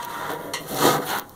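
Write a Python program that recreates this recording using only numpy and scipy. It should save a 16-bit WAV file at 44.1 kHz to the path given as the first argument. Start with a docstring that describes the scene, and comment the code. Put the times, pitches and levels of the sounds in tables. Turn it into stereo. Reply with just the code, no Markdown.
"""A fire rumbles throughout, with a few sharp ticks, beside the expanded-metal grate of a barrel smoker.
A screwdriver touches down and drags lightly over the grate, setting a few wires singing; its tip slips
in tiny jerks, and grate and steel drum ring with them. At 0.54 s the tip lands again with a clank.
A hard stroke follows, snagging on the wires with dull knocks, then a short last one that ends at 1.2 s."""
import sys
import numpy as np
from scipy import signal
from scipy.fft import rfft, irfft, next_fast_len
from scipy.io import wavfile

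SR = 44100
rng = np.random.default_rng(int(sys.argv[2]) if len(sys.argv) > 2 else 0)


def output_pcm(signal):
    """Save a mono or channel-first signal as 16-bit PCM at the path in sys.argv[1].

    Samples are clipped to [-1, 1] before scaling.
    """
    pcm = np.clip(np.atleast_2d(signal).T, -1, 1) * 32767
    wavfile.write(sys.argv[1], SR, np.round(pcm).astype(np.int16))


N = 59535
T = np.arange(N) / SR

# tone of the fire and air bed: frequency_hz, level_db
FIRE_TONE = [(20, -4), (60, -2.5), (100, 1), (150, 3), (300, -5.5), (1000, -5), (2500, -20.5),
             (6000, -19.5), (14000, -17)]
# cues of the dry ticks: start_s, level_db
TICK_CUES = [(0.0492, -2.5), (0.336, -7), (0.746, 0), (1.058, -8), (1.105, 1.5), (1.186, 0), (1.1868, -5),
             (1.1968, 4), (1.295, -11)]
# tone of a tick: frequency_hz, level_db
TICK_TONE = [(300, -36), (2000, -29), (5000, -4), (10000, -12.5), (13000, 0), (15500, 5.5)]

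# decay of the echo inside the drum: frequency_hz, t60_s
DRUM_DECAY = [(150, 1), (500, 0.15), (1300, 0.24), (3500, 0.17), (9000, 0.051), (15000, 0.19)]
# modes of grate and drum, by where the tip is: pitch_hz, rim_level_db, inner_level_db
GRATE_MODES = [(152.7, -13, 6.5), (295.9, 5, 7.5), (327, -6, -4), (423, -16, -1), (437.3, -12, 4),
               (494.2, 1.5, 7), (677, -5.5, 5), (755, -24, 10.5), (820, 3, -10), (970, -3.5, 0.5),
               (999, 2, 3.5), (1180.6, 1.5, 0), (1252.5, -12, 8), (1399, -11, -1), (1872, 0, 3)]
RIM, INNER = 1, 2  # level columns of GRATE_MODES
# wires that sing under the light stroke, plus the short ring of a wire struck by the snag at 0.3 s: start_s,
# end_s, pitch_hz, level_db
SINGING_WIRES = [(0.0, 0.39, 940, -39.5), (0.0, 0.1, 970, -40.5), (0.278, 0.614, 964, -45.5),
                 (0.242, 0.59, 1782, -47), (0.309, 0.34, 467, -34.5), (0.31, 0.55, 487, -48)]
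# envelope of the rasp around them: time_s, level_db
RASP_ENVELOPE = [(0.0, -57), (0.102, -41), (0.16, -23.5), (0.27, -37), (0.34, -57)]

# cues of the snags: start_s, level_db
KNOCK_CUES = [(0.303, -10.5), (0.316, -9.5), (0.845, -3), (0.854, 2.5), (0.8637, -24), (0.8664, -14),
              (0.8761, 1), (0.883, -21)]
# tone of a snag's knock: frequency_hz, level_db
KNOCK_TONE = [(50, -46), (105, -40), (220, -11), (296, 11), (450, 15.5), (620, 4), (760, 6), (1200, -8),
              (2200, -6), (5000, -14), (14000, -12)]
# cues of the tip landing: start_s, level_db, t60_s
TAP_CUES = [(0.027, -12.5, 0.07), (0.536, 2.5, 0.25)]
# tone of a tap: frequency_hz, level_db
TAP_TONE = [(60, -35), (230, -11), (490, -1), (700, -5), (1000, 3), (1600, -4), (2500, 5.5), (4300, -5),
            (4900, -13.5), (6200, -2), (9000, -3.5), (15000, -15)]
# resonances of blade and wire: pitch_hz, width_hz, boost_db
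BLADE_RESONANCES = [(507.5, 59, 13.8), (950, 56, 15), (1144, 110, 7.5), (1934, 58, 19.2), (2093, 95, 14.8),
                    (2790, 90, 12.6), (3084, 190, 10.6), (4270, 400, 12.6), (5570, 520, 12.6),
                    (8120, 190, 11), (11450, 300, 9.5)]

# borders of the scrape's four bands (thrum, rasp, grit, fizz): edge_hz
BAND_EDGES = [20, 700, 2200, 9000, 17000]
# trim on each band: gain_db
BAND_TRIMS = [-1.5, 0, 0.5, 1]
# band envelopes of the three strokes: time_s, thrum_db, rasp_db, grit_db, fizz_db
LIGHT_STROKE = [(0.0, -49, -32, -42, -51), (0.012, -41.5, -38, -40.5, -47), (0.045, -46, -44.5, -38, -46),
                (0.068, -43.5, -41, -50, -56), (0.098, -44, -38, -41, -45),
                (0.288, -38.5, -33.5, -41, -47.5), (0.306, -33, -32.5, -36, -42),
                (0.37, -41.5, -43.5, -52, -51.5), (0.45, -36, -42, -48, -45.5),
                (0.52, -38.5, -45.5, -56.5, -56)]
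HARD_STROKE = [(0.61, -37.5, -52, -47, -42.5), (0.66, -40, -43.5, -46.5, -48.5),
               (0.686, -46.5, -39, -38, -34), (0.714, -25, -35, -34.5, -33.5),
               (0.74, -31, -37.5, -37, -36.5), (0.77, -31.5, -31.5, -31.5, -32.5),
               (0.862, -19.5, -18, -21, -27), (0.92, -26, -26.5, -27, -31), (0.96, -32, -24.5, -33, -36),
               (0.998, -27, -40.5, -48.5, -49), (1.03, -44, -34.5, -39.5, -46)]
LAST_STROKE = [(1.04, -52, -41, -51, -41.5), (1.076, -40, -34, -30.5, -33.5), (1.112, -30, -27, -29, -35),
               (1.162, -36.5, -26.5, -34.5, -36), (1.194, -38, -33.5, -32.5, -37),
               (1.204, -73, -77, -72, -66)]
# tone of the scrape under a light and a heavy hand: frequency_hz, level_db
LIGHT_TONE = [(40, -59), (100, -5), (135, -6), (210, 0), (290, -3.5), (480, -3.5), (620, -2), (800, -5),
              (1000, -5), (1380, -4), (1650, -7.5), (2100, -7), (2700, -3), (4000, -8), (5500, -15),
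              (6800, -13), (12500, -16.5), (15000, -12.5), (16000, -24)]
HEAVY_TONE = [(40, -19), (100, -14), (135, 2.5), (230, -3), (296, -0.5), (355, -5.5), (460, 2), (590, -4),
              (750, -4), (880, -5), (1020, -8.5), (1400, -9), (2000, -13.5), (2700, -1.5), (4000, -3),
              (5500, -6.5), (6800, -5), (9000, -7.5), (12500, -8.5), (15000, -8.5), (16000, -13.5)]

# phase between the two microphone ports: frequency_hz, left_lead_rad
PORT_PHASE = [(0, 0), (1550, -0.2), (2240, -3.3), (2840, -3.0), (3620, 0.2), (4130, 0.0), (4740, -2.6),
              (6890, -7.2), (7580, -9.7), (8180, -9.5), (8700, -12.5), (9560, -13.0), (10100, -16.1),
              (10600, -16.2), (15000, -27.9), (15800, -28.9)]
# how alike the ports sound: frequency_hz, likeness_0_to_1
PORT_LIKENESS = [(30, .4), (130, .95), (600, .93), (1350, .96), (1850, .25), (2500, .95), (3200, .45),
                 (4000, .75), (4500, .4), (5100, .9), (6000, .55), (10000, .4), (15000, .7)]
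# balance between the ports: frequency_hz, left_minus_right_db
PORT_BALANCE = [(30, 14), (130, -5), (280, -2), (520, -5.5), (1000, 0), (2000, 4), (4000, 0), (12000, 1.5)]


def amp(db):
    """Decibels to gain."""
    return 10 ** (np.asarray(db) / 20)


def unit(x):
    """Scales to rms 1."""
    return x / np.sqrt(np.mean(x ** 2) + 1e-20)


def read(points, hz):
    """Reads a table on a log-frequency axis."""
    f, value = np.transpose(points)
    return np.interp(np.log(hz + 1), np.log(f + 1), value)


def eq(x, gain):
    """Filters by a gain given as a function of frequency."""
    size = next_fast_len(x.shape[-1] + 4096)
    return irfft(rfft(x, size) * gain(np.fft.rfftfreq(size, 1 / SR)), size)[..., :x.shape[-1]]


def add(mix, start_s, sound):
    """Drops a stereo sound into the mix at its cue."""
    part = mix[:, max(round(start_s * SR), 0):][:, :sound.shape[1]]
    part += sound[:, :part.shape[1]]


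def envelope(times, db, fade_s=.025):
    """Gain through breakpoints, fading in before the first and out after the last."""
    outside_s = np.maximum(np.maximum(times[0] - T, T - times[-1]), 0)
    return amp(np.interp(T, times, db)) * np.exp(-outside_s / fade_s)


def wobble(below_hz):
    """Slow random modulation of rms 1."""
    return unit(eq(rng.standard_normal(N), lambda hz: 1 / (1 + (hz / below_hz) ** 4)))


def burst(t60_s):
    """Dense dying reflections of energy 1, different in each channel."""
    reflections = rng.choice([-1., 1.], (2, N // 2)) * amp(-60 * T[:N // 2] / t60_s)
    return reflections / np.linalg.norm(reflections[0])


def fire(level_db=-46, flicker_db=1):
    """The bed: a low, gently flickering rumble with a little hiss."""
    flicker = amp(flicker_db * wobble(below_hz=18))
    rumble = eq(rng.standard_normal((2, N)), lambda hz: amp(read(FIRE_TONE, hz)))
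    return amp(level_db) * unit(rumble * flicker)


def ticks():
    """Short bright snaps with almost no ring."""
    snaps = np.zeros((2, N))
    for start_s, db in TICK_CUES:
        add(snaps, start_s, amp(db) * burst(t60_s=.0059))
    return eq(snaps, lambda hz: amp(read(TICK_TONE, hz)))


def drum_echo(diffuse_from_hz=334):
    """The steel drum's diffuse tail, with a low cut: in the bass it rings only in single modes."""
    hz, t, spectrum = signal.stft(rng.choice([-1., 1.], (2, N // 2)), SR, nperseg=256)
    decay = amp(-60 * t / read(DRUM_DECAY, hz)[:, None])
    tail = signal.istft(spectrum * decay, SR, nperseg=256)[1][:, :N // 2]
    tail = signal.sosfilt(signal.butter(2, diffuse_from_hz, "high", fs=SR, output="sos"), tail)
    return tail / np.linalg.norm(tail[0])


def grate_body(place, echo_db, ring_db, bass_t60_s=.52, half_ring_hz=1520):
    """One jolt on the grate: direct sound, the drum's echo and ringing modes, the high ones dying first."""
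    t = T[:N // 2]
    response = ((t == 0) + amp(echo_db) * drum_echo()) / np.hypot(1, amp(echo_db))
    for mode in GRATE_MODES:
        pitch_hz, db = mode[0], mode[place]
        decay_per_s = np.log(1000) / bass_t60_s * (1 + (pitch_hz / half_ring_hz) ** 2)
        ring = np.cos(2 * np.pi * pitch_hz * t) * np.exp(-decay_per_s * t)
        response += amp(ring_db + db) * ring * 2 * decay_per_s / SR  # dB sets the resonant peak
    return response


def singing_wires(waver_hz=3.6, rasp_hz=1363, rasp_width_hz=150, rasp_gain_db=-7):
    """Light rubbing keeps a few wires singing at a near-steady pitch, under a broader rasp; the snag at 0.3 s
    leaves one wire ringing briefly."""
    noise = rng.standard_normal((2, N))
    rasp = unit(eq(noise, lambda hz: 1 / (1 + (2 * (hz - rasp_hz) / rasp_width_hz) ** 4)))
    out = rasp * amp(rasp_gain_db) * envelope(*np.transpose(RASP_ENVELOPE))
    for start_s, end_s, pitch_hz, db in SINGING_WIRES:
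        cycles = np.cumsum(pitch_hz + waver_hz * wobble(below_hz=25)) / SR
        note = unit(np.sin(2 * np.pi * (cycles + rng.random((2, 1)))))
        out += note * envelope([start_s, end_s], [db, db])
    return out


def knocks(gain_db=12):
    """The tip snags on a wire and lets go with a dull knock that shakes the whole grate."""
    jolts = np.zeros((2, N))
    for start_s, db in KNOCK_CUES:
        add(jolts, start_s, amp(gain_db + db) * burst(t60_s=.017))
    thuds = eq(jolts, lambda hz: amp(read(KNOCK_TONE, hz)))
    return signal.fftconvolve(thuds, grate_body(INNER, echo_db=-8, ring_db=-.5), axes=1)[:, :N]


def taps(gain_db=7.5, half_ring_hz=14100):
    """The tip lands with a dense, dry clank, coloured by blade and wire; the grate rings on."""
    def tone(hz):
        peaks_db = sum(db / (1 + (2 * (hz - pitch) / width) ** 2) for pitch, width, db in BLADE_RESONANCES)
        return amp(read(TAP_TONE, hz) + peaks_db)
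    out = np.zeros((2, N))
    for start_s, db, t60_s in TAP_CUES:
        hz, t, spectrum = signal.stft(burst(t60_s), SR, nperseg=128)
        treble_damping = amp(-60 * t / t60_s * hz[:, None] / half_ring_hz)
        clank = signal.istft(spectrum * treble_damping, SR, nperseg=128)[1]
        ringing = signal.fftconvolve(clank, grate_body(RIM, echo_db=-12, ring_db=2), axes=1)
        add(out, start_s, amp(gain_db + db) * eq(ringing, tone))
    return out


def stroke(band_envelopes, tone, slips_per_s=5000, spread_db=2.5, contact_t60_s=.0098):
    """Irregular slips of the tip, mostly small, each a tiny crunch; each band rides its own envelope."""
    slipping = rng.random(N) < slips_per_s / SR
    slips = slipping * amp(spread_db * np.minimum(rng.exponential(1, N), 4))
    energy = signal.lfilter([1], [1, -amp(-60 / (contact_t60_s * SR)) ** 2], slips ** 2)
    crunch = np.sqrt(energy) * rng.choice([-1., 1.], (2, N))
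    times, *band_levels = np.transpose(band_envelopes)
    force = np.zeros((2, N))
    for low_hz, high_hz, trim_db, db in zip(BAND_EDGES, BAND_EDGES[1:], BAND_TRIMS, band_levels):
        band = eq(crunch, lambda hz: amp(read(tone, hz)) * (hz >= low_hz) * (hz < high_hz))
        force += unit(band) * amp(trim_db) * envelope(times, db)
    return force


def scrape():
    """The lead: three screwdriver strokes drive grate and drum; the last is the driest."""
    strokes = [(stroke(LIGHT_STROKE, LIGHT_TONE), grate_body(RIM, echo_db=-3.5, ring_db=9)),
               (stroke(HARD_STROKE, HEAVY_TONE), grate_body(INNER, echo_db=-1.5, ring_db=2.5)),
               (stroke(LAST_STROKE, LIGHT_TONE), grate_body(RIM, echo_db=-3.5, ring_db=0))]
    return sum(signal.fftconvolve(force, body, axes=1)[:, :N] for force, body in strokes)


def microphone_ports(mix):
    """The stereo image: two spaced ports hear the low mids alike and the treble out of step."""
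    hz = np.fft.rfftfreq(2 * N, 1 / SR)
    first, second = rfft(mix, 2 * N)
    likeness = np.clip(read(PORT_LIKENESS, hz), 0, .99)
    mid = first * np.sqrt((1 + likeness) / 2)
    side = second * np.sqrt((1 - likeness) / 2)
    # each port takes half of the level and phase offset
    pan = amp(read(PORT_BALANCE, hz) / 2) * np.exp(.5j * read(PORT_PHASE, hz))
    return irfft(np.array([(mid + side) * pan, (mid - side) / pan]), 2 * N)[:, :N]


def scene():
    """All layers, mixed at the microphone."""
    return microphone_ports(scrape() + knocks() + singing_wires() + taps() + ticks() + fire())


def record(dry):
    """A soft clip rounds off the highest peaks, then a steep high cut limits the band."""
    ceiling, high_cut_hz = .85, 15750
    rounded = dry / (1 + (dry / ceiling) ** 4) ** .25
    high_cut = signal.firwin(401, high_cut_hz, window=("kaiser", 9), fs=SR)
    return signal.oaconvolve(rounded, high_cut[None], "same")


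dry = scene()
out = record(dry)
output_pcm(out)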